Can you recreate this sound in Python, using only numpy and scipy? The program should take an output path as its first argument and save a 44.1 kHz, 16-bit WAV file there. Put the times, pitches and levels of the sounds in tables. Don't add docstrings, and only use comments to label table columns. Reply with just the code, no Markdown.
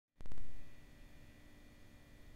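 import sys
import numpy as np
from scipy import signal
from scipy.fft import rfft, irfft
from scipy.io import wavfile

SR = 44100
rng = np.random.default_rng(int(sys.argv[2]) if len(sys.argv) > 2 else 0)


def to_wav(sig):
    pcm = np.clip(np.atleast_2d(sig), -1, 1) * 32767
    pcm = np.round(pcm).astype(np.int16)
    wavfile.write(sys.argv[1], SR, pcm.T)


N = 103635
TIME = np.arange(N) / SR

# (multiple of the mains rate, rms level [dB])
HUM_PARTIALS = [(5, -74.8), (6, -72.0), (7, -86.2), (8, -87.0), (10, -90.1), (11, -83.8), (12, -80.2),
                (13, -88.2), (15, -90.3), (32, -92.3), (35, -90.9), (36, -87.0), (37, -87.4), (38, -82.8),
                (39, -87.5), (40, -78.1), (41, -85.1), (43, -92.8), (44, -92.0), (46, -95.1), (48, -86.4),
                (49, -82.6), (50, -92.5), (59, -94.2), (66, -90.8), (67, -88.3), (70, -89.6), (71, -95.7),
                (72, -95.1), (73, -92.8), (74, -89.7), (75, -98.0), (78, -99.9), (79, -99.8), (82, -99.6),
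                (88, -91.8), (89, -90.4), (90, -97.7), (98, -100.1), (133, -98.4), (137, -98.6)]
# (frequency [Hz], rms level [dB])
STRAY_TONES = [(226.5, -77), (11970, -102), (12628, -104), (13227, -103), (14000, -107), (14400, -107)]
# (frequency [Hz], typical rms level of each [dB])
BUZZ_SPECTRUM = [(100, -94), (400, -93), (900, -108), (2000, -99), (3000, -107), (5000, -111), (6600, -106),
                 (8000, -116), (15000, -115)]
# (time [s], gain from then on [dB])
INPUT_STEPS = [(0.08, -30.5), (.158, -17), (0.167, -14.5), (.182, -11.5), (.2079, -7.5), (.2589, -4.5),
               (.3189, -1), (.3789, 0.5)]
# (time [s], level [dB], low-pass corner [Hz])
OFFSET_JUMPS = [(.2079, -41.2, 12000), (.2589, -40.1, 8000), (.3189, -38.3, 12000), (.3789, -41, 11000)]
# (time [s], rms level [dB])
RUSTLE_LEVELS = [(.55, -95), (.6, -80), (.66, -84), (.72, -79.5), (.92, -89), (1.05, -80), (1.15, -89),
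                 (1.31, -77), (1.38, -85), (1.8, -100), (2.35, -100)]
# (frequency [Hz], density [dB per Hz])
ROOM_SPECTRUM = [(25, -74.5), (60, -86), (130, -88), (250, -97.5), (450, -102), (800, -106), (1400, -109.3),
                 (2400, -111), (3100, -113.5), (5600, -118.5), (6700, -117), (7500, -120.5),
                 (12000, -122.3), (15700, -125)]
# (time [s], gain [dB])
RUMBLE_SWELLS = [(.1, -8.5), (.25, 9.5), (.48, 7), (.7, -1.5), (.9, -1), (.98, 1), (1.08, -1.5), (1.33, 4),
                 (1.46, 0), (1.7, -1), (2.02, 1), (2.12, -2), (2.3, 1.5)]

MAINS_HZ, CUTOFF_HZ = 49.097, 15750


def hum():
    trim_db, waver_db, waver_per_s = -0.45, 1.0, 5.33
    whine_db, whine_from_hz = 0.25, 2700
    dispersion = .198
    out = sum(tone(hz, db, rng.random()) for hz, db in STRAY_TONES)
    for k, db in HUM_PARTIALS:
        hz = k * MAINS_HZ
        level_db = db + trim_db + whine_db * (hz > whine_from_hz) + waver_db * drift(waver_per_s)
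        out = out + tone(hz, level_db, dispersion * k * k)
    return out


def weak_buzz(size=8192, scatter_db=5):
    k = np.arange(size // 2 + 1)
    hz = k * MAINS_HZ
    level = from_db(at_hz(BUZZ_SPECTRUM, hz) + scatter_db * rng.standard_normal(len(k)))
    in_hum = np.isin(k, [round(row[0]) for row in HUM_PARTIALS])
    sounding = (k > 1) & (hz < CUTOFF_HZ) & ~in_hum
    phases = np.exp(2j * np.pi * rng.random(len(k)))
    cycle = irfft(level * sounding * phases) * size / np.sqrt(2)
    return np.interp(TIME * MAINS_HZ, np.arange(size) / size, cycle, period=1)


def input_gain():
    gain = np.zeros(N)
    for s, db in INPUT_STEPS:
        gain[int(s * SR):] = from_db(db)
    return gain


def pops(decay_s=.035):
    swing_start_s, swing_rise_s, swing_db = .2, .15, -26.5
    edges = sum(butter(impulses([(s, db)]), top_hz, "low") for s, db, top_hz in OFFSET_JUMPS)
    jumps = signal.lfilter([1], [1, -np.exp(-1 / (decay_s * SR))], edges)
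    age = np.maximum(TIME - swing_start_s, 0) / swing_rise_s
    swing = from_db(swing_db) * (age * np.exp(1 - age)) ** 2
    return jumps - swing


def ticks(first_s=.34, period_s=.22889, gap_s=.0163):
    starts = np.arange(first_s, N / SR - gap_s, period_s)
    spikes = impulses([(s, -61) for s in starts] + [(s + gap_s, -57) for s in starts])
    return butter(spikes, 4000, "high")


def rustle(centre_hz=2554, width_hz=530):
    hz = np.arange(N // 2 + 1) * SR / N
    resonance = 1 / (1 + (2 * (hz - centre_hz) / width_hz) ** 2)
    noise = irfft(rfft(rng.standard_normal(N)) * resonance, N)
    return noise / noise.std() * from_db(np.interp(TIME, *np.transpose(RUSTLE_LEVELS)))


def room_tone(rumble_top_hz=90, wander_db=1):
    hz = np.arange(N // 2 + 1) * SR / N
    spectrum = rfft(rng.standard_normal(N)) * from_db(at_hz(ROOM_SPECTRUM, hz))
    noise = irfft(spectrum, N) * np.sqrt(SR / 2)
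    rumble = irfft(rfft(noise) / (1 + (hz / rumble_top_hz) ** 2), N)
    hiss = noise - rumble
    swell_db = np.interp(TIME, *np.transpose(RUMBLE_SWELLS)) - wander_db * drift(per_s=35)
    return hiss + rumble * from_db(swell_db)


def from_db(db):
    return 10 ** (np.asarray(db) / 20)


def at_hz(points, hz):
    f, db = np.transpose(points)
    return np.interp(np.log(np.maximum(hz, 1)), np.log(f), db)


def drift(per_s):
    knots = rng.standard_normal(256)
    return np.interp(TIME * per_s, np.arange(len(knots)), knots)


def butter(x, hz, kind):
    return signal.sosfilt(signal.butter(2, hz, kind, fs=SR, output="sos"), x + 1e-18)


def impulses(rows):
    out = np.zeros(N)
    for s, db in rows:
        out[int(s * SR) % N] += from_db(db)
    return out


def tone(hz, db, phase):
    return np.sqrt(2) * from_db(db) * np.sin(2 * np.pi * (hz * TIME + phase))


def scene():
    at_input = hum() + weak_buzz() + room_tone() + rustle() + ticks()
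    return (input_gain() * at_input + pops())[None]


def record(dry):
    return signal.sosfilt(signal.ellip(12, .1, 70, CUTOFF_HZ, fs=SR, output="sos"), dry)


dry = scene()
out = record(dry)
to_wav(out)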